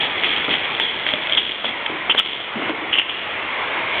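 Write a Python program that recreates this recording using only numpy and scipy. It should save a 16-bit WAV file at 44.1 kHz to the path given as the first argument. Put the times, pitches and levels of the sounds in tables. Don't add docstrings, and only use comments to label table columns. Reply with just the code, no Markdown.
import sys
import numpy as np
from scipy import signal
from scipy.fft import rfft, irfft, next_fast_len
from scipy.io import wavfile
from scipy.ndimage import uniform_filter1d

SR = 44100
rng = np.random.default_rng(int(sys.argv[2]) if len(sys.argv) > 2 else 0)


def transcribe(signal):
    frames = np.atleast_2d(signal).T
    limited = np.clip(frames, -1, 1)
    pcm = np.round(limited * 32767).astype(np.int16)
    wavfile.write(sys.argv[1], SR, pcm)


N = 176400

# time in seconds, level in dB.
ROLL_LEVEL = [(0, -27.5), (.4, -27.5), (.7, -27), (1.28, -29), (1.45, -19.5), (1.65, -31.5), (2.05, -47.5),
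              (2.25, -15), (2.45, -26.5), (2.8, -57), (3.15, -28), (3.6, -55), (4, -26.5)]
# frequency in Hz, spectral density in dB.
TYRE_SPECTRUM = [(100, -18), (400, -6), (1000, -22), (1700, -10.5), (2100, -2), (2600, -3.5), (3000, -2),
                 (3350, 4.5), (3600, -2)]
# start in seconds, length in seconds, level in dB, relative ring level in dB.
PEDAL_STROKES = [(0, 0.12, -21, -12.5), (0.229, 0.28, -20.5, -12), (0.492, 0.1, -19, -9.5),
                 (0.795, 0.16, -21, 2), (1.06, 0.12, -22.5, -11), (1.635, 0.1, -21.5, -12)]
STROKE_RISE_S, RING_HZ, RING_SAG_HZ_PER_S, RING_WIDTH_HZ = 0.018, 3406, 2000, 170

# start, rise, hold and release in seconds, level in dB, squeak pitch in Hz,
# relative scrape level in dB.
SCUFFS = [(1.372, 0.0015, 0.013, 0.035, -6.5, 3206, -11.5),
          (2.096, 0.0021, 0.024, 0.012, -9.5, 3043, -12.5), (2.17, 0.018, 0.01, 0.017, -1.5, 3206, -9.5),
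          (2.921, 0.0052, 0.025, 0.18, -21, 2960, -16), (2.976, 0.011, 0.02, 0.036, -14.5, 2960, -9.5),
          (3.083, 0.012, 0.0037, 0.032, -17.5, 3060, -4)]
# frequency in Hz, spectral density in dB.
SCRAPE_SPECTRUM = [(60, -25), (300, 1.5), (650, -6), (1000, 1), (1350, 4), (1800, 1.5), (2400, 7.5),
                   (3500, -19.5)]
SLIP_RATE_HZ, SLIP_RISE_S, SLIP_SPREAD_DB, SLIP_DETUNE = 380, 0.00082, 2.4, 0.036

# start in seconds, level in dB, relative level of the lower modes in dB.
TICKS = [(0.2357, -8, 1), (.244, -6.5, -1), (0.364, -12.5, -17), (0.444, -12.5, -4), (0.513, -11.5, -6.5),
         (0.54, -4.5, -10.5), (.554, -10, -10), (.750, -11, -9), (0.799, -2, -4.5), (1.0659, -10, 1.5),
         (1.089, -7, -5), (1.137, -4, -8), (1.2715, -12, -6.5), (1.2964, -9.5, -7.5), (1.3233, -1, -12),
         (1.3335, -3.5, -15.5), (1.35, -4, -15.5), (1.8614, -13, -3), (1.8637, -10, -5),
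         (2.209, -6.5, -1.5), (2.9309, -3.5, -5.5), (2.9392, -4, -14), (2.9552, -9.5, -4),
         (2.9854, -1.5, -20), (2.988, 3, -16.5), (2.9966, 3.5, -10.5), (3.0172, -8, -2)]
# time in seconds, frequency in Hz.
FRAME_MAIN_MODE = [(1.4, 3312), (2.9, 2844)]
# frequency in Hz, relative level in dB.
FRAME_LOW_MODES = [(971, -4), (1600, -5.5), (2050, 5)]
TICK_RISE_S, TICK_DETUNE = 0.00085, 0.019

# start in seconds, level in dB, pitch in Hz,
# 60 dB decay time in seconds, relative slap level in dB, relative boom level in dB.
KNOCKS = [(0.482, -17, 275, 0.046, -1, -7.5), (0.7982, -16.5, 910, .06, -16.5, -25),
          (1.135, -18.5, 588, 0.12, -9.5, -9.5), (1.644, -16, 623, 0.029, 3.5, -10),
          (1.895, -26.5, 327, 0.28, -2.5, 1), (2.096, -10, 922, 0.036, -4, -21.5),
          (2.148, -5, 607, 0.017, 3, -30), (2.1969, -6, 1326, 0.041, -2.5, -25.5),
          (2.556, -18.5, 240, 0.17, -4.5, -4.5), (2.578, -23, 291, 0.054, -3, -5.5),
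          (2.621, -27.5, 329, 0.089, -3.5, -3), (2.695, -14.5, 321, .11, 0.5, -15.5),
          (2.818, -29, 318, 0.16, -12.5, -4.5)]
# frequency in Hz, spectral density in dB.
SLAP_SPECTRUM = [(40, -26.5), (170, -12.5), (350, -10), (800, 0), (1350, 4), (1900, -9.5), (3300, -5)]
# frequency in Hz, spectral density in dB.
BOOM_SPECTRUM = [(40, -19.5), (150, -9.5), (240, -5.5), (340, -2.5), (500, -5.5), (1000, -22.5),
                 (2000, -21.5)]
KNOCK_ATTACK_S, SLAP_T60_S, BOOM_T60_S = 0.001, 0.016, 0.34
THUD_WANDER_HZ, THUD_BASS_CUT_HZ = 18, 120

# frequency in Hz, 60 dB decay time in seconds.
GARAGE_T60 = [(150, 0.97), (1000, 4.4), (3500, 1.0)]
NEAR_WET_DB, KNOCK_WET_DB = -10, -11.5
# time in seconds, level in dB.
AIR_LEVEL = [(0, -24.5), (.55, -25.5), (.95, -28), (1.3, -27), (1.55, -30), (2.05, -25.5), (2.3, -25),
             (2.5, -23), (2.69, -21.5), (2.73, -28.5), (2.93, -27), (3.2, -26), (3.32, -26.5), (3.6, -23),
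             (4, -23)]
# frequency in Hz, spectral density in dB.
AIR_SPECTRUM = [(22, -37), (50, -12.5), (100, -6), (180, -6.5), (320, 0), (550, 3.5), (1000, 5),
                (1450, 2.5), (1800, 3.5), (2200, 9), (2650, 2.5), (3400, 0.5)]

# frequency in Hz, gain in dB.
RECORDER_BAND = [(18, -15.5), (45, 2.5), (3400, 1), (3650, -6), (3900, -14.5), (4350, -26.5), (4750, -55.5),
                 (5300, -100)]
INPUT_BAND_HZ, TOP_HZ = 4764, 15800
LIMIT_DB, DUCK_ATTACK_S, RECOVER_DB_PER_S, CLIP_LEVEL = -12.5, 0.012, 24, 0.4
# start in seconds, level before filtering in dB.
SPITS = [(0.799, -23), (2.1868, -21), (2.1927, -19), (2.1955, -13), (2.99, -21.5)]
SPIT_LOW_HZ, SPIT_TOP_HZ, SPIT_T60_S = 1400, 14600, 0.00034


def tyre():
    t = clock()
    out = envelope(ROLL_LEVEL) * coloured(grains(per_second=1500, spread_db=2.5), TYRE_SPECTRUM)
    crunch = coloured(grains(per_second=3600, spread_db=-1.5), TYRE_SPECTRUM)
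    flutter = unit_rms(filtered(rng.standard_normal(N), lambda hz: 1 / (1 + (hz / RING_WIDTH_HZ) ** 4)))
    for start, length, db, ring_db in PEDAL_STROKES:
        pitch = RING_HZ - RING_SAG_HZ_PER_S * np.clip(t - start, 0, length)
        ring = unit_rms(flutter * tone(pitch))
        swell = np.interp(t, [start, start + STROKE_RISE_S, start + length], [0, 1, 0])
        out += amp(db) * swell * (crunch + amp(ring_db) * ring)
    return out


def rubber_scuffs():
    t, out = clock(), np.zeros(N)
    scrape = coloured(grains(per_second=3800, spread_db=8.0), SCRAPE_SPECTRUM)
    for start, rise, hold, release, db, hz, scrape_db in SCUFFS:
        slips = np.zeros(N)
        for k, (jitter, size, detune) in enumerate(rng.standard_normal(size=(80, 3))):
            slip = amp(SLIP_SPREAD_DB * size) * damped_pulse(hz * (1 + SLIP_DETUNE * detune), SLIP_RISE_S)
            add(slips, start + (k + 0.26 * jitter) / SLIP_RATE_HZ, slip)
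        squeak = slips / np.std(slips[slips != 0])
        swell = np.interp(t, start + np.cumsum([0, rise, hold, release]), [0, 1, 1, 0]) ** 2
        out += amp(db) * swell * (squeak + amp(scrape_db) * scrape)
    return out


def frame_ticks():
    out = np.zeros(N)
    for start, db, low_db in TICKS:
        pitch = np.interp(start, *np.transpose(FRAME_MAIN_MODE))
        main = damped_pulse(pitch * (1 + TICK_DETUNE * rng.standard_normal()), TICK_RISE_S)
        low = sum(amp(mode_db) * damped_pulse(hz * rng.lognormal(0, 0.053), TICK_RISE_S / 2)
                  for hz, mode_db in FRAME_LOW_MODES)
        add(out, start, amp(db) * (main + amp(low_db) * low))
    return out


def knocks():
    out, t = np.zeros(N), np.arange(SR // 2) / SR
    slap_noise = coloured(rng.standard_normal(N), SLAP_SPECTRUM)
    boom_noise = coloured(rng.standard_normal(N), BOOM_SPECTRUM)
    for start, db, hz, t60, slap_db, boom_db in KNOCKS:
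        span = slice(round(start * SR), round(start * SR) + len(t))
        wander = unit_rms(uniform_filter1d(rng.standard_normal(len(t)), size=300))
        ring = amp(-60 * t / t60) * tone(hz + THUD_WANDER_HZ * wander)
        boom = boom_noise[span] * amp(boom_db - 60 * t / BOOM_T60_S)
        slap = slap_noise[span] * amp(slap_db - 60 * t / SLAP_T60_S)
        attack = 1 - np.exp(-t / KNOCK_ATTACK_S)
        add(out, start, amp(db) * ((ring + boom) * attack + slap))
    return filtered(out, lambda hz: (1j * hz / (1j * hz + THUD_BASS_CUT_HZ)) ** 2)


def garage_reverb(x):
    hz, t, spectra = signal.stft(rng.standard_normal(SR * 2), SR, nperseg=256)
    decay = amp(-60 * t / curve_at(GARAGE_T60, hz)[:, None])
    tail = signal.istft(spectra * decay, SR, nperseg=256)[1]
    return signal.fftconvolve(x, tail / np.linalg.norm(tail))[:N]


def air_noise(patchy_db):
    spectra = signal.stft(rng.standard_normal(N), nperseg=2048)[2]
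    patches = uniform_filter1d(rng.standard_normal(spectra.shape), size=8, axis=0)
    patches = uniform_filter1d(patches, size=4, axis=1)
    noise = signal.istft(spectra * amp(patchy_db * unit_rms(patches)), nperseg=2048)[1][:N]
    return envelope(AIR_LEVEL) * coloured(noise, AIR_SPECTRUM)


def spits():
    out, t = np.zeros(N), np.arange(SR // 100) / SR
    for start, db in SPITS:
        add(out, start, amp(db - 60 * t / SPIT_T60_S))
    return filtered(out, lambda hz: np.exp(-(hz / SPIT_TOP_HZ) ** 20) / (1 + (SPIT_LOW_HZ / (hz + 1)) ** 8))


def damped_pulse(hz, rise):
    t = np.arange(SR // 100) / SR
    return (t / rise * np.exp(1 - t / rise)) ** 2 * np.sin(2 * np.pi * hz * t)


def grains(per_second, spread_db):
    impacts = (rng.random(N) < per_second / SR) * rng.standard_normal(N)
    return unit_rms(impacts * amp(spread_db * np.clip(rng.standard_normal(N), -2, 2)))


def tone(hz):
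    return np.sin(2 * np.pi * np.cumsum(hz) / SR)


def coloured(x, spectrum):
    shaped = filtered(x, lambda hz: amp(curve_at(spectrum, hz)))
    return shaped / np.std(band_limited(shaped))


def band_limited(x):
    return filtered(x, lambda hz: amp(curve_at(RECORDER_BAND, hz)))


def filtered(x, response):
    size = next_fast_len(N + SR // 2)
    return irfft(rfft(x, size) * response(np.fft.rfftfreq(size, 1 / SR)), size)[:N]


def curve_at(points, hz):
    frequencies, values = np.transpose(points)
    return np.interp(np.log(hz + 1), np.log(frequencies + 1), values)


def envelope(points):
    return amp(np.interp(clock(), *np.transpose(points)))


def amp(db):
    return 10 ** (np.asarray(db) / 20)


def unit_rms(x):
    return x / np.sqrt(np.mean(x ** 2) + 1e-20)


def clock():
    return np.arange(N) / SR


def add(out, start, sound):
    part = out[max(round(start * SR), 0):][:len(sound)]
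    part += sound[:len(part)]


def scene():
    near = rubber_scuffs() + frame_ticks()
    thuds = knocks()
    reverb = garage_reverb(amp(NEAR_WET_DB) * near + amp(KNOCK_WET_DB) * thuds)
    return (near + thuds + reverb + tyre() + air_noise(patchy_db=1.84))[None]


def record(dry):
    x = filtered(dry[0], lambda hz: hz < INPUT_BAND_HZ)
    power = np.abs(uniform_filter1d(x * x, size=220))
    over_db = np.maximum(10 * np.log10(power + 1e-12) - LIMIT_DB, 0)
    recovery_db = RECOVER_DB_PER_S * clock()
    held_db = np.maximum.accumulate(over_db + recovery_db) - recovery_db
    lag = np.exp(-1 / (DUCK_ATTACK_S * SR))
    duck_db = signal.lfilter([1 - lag], [1, -lag], held_db)
    ducked = x * amp(-duck_db)
    clipped = ducked / (1 + (ducked / CLIP_LEVEL) ** 8) ** (1 / 8)
    return filtered(band_limited(clipped) + spits(), lambda hz: hz < TOP_HZ)[None]


dry = scene()
out = record(dry)
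transcribe(out)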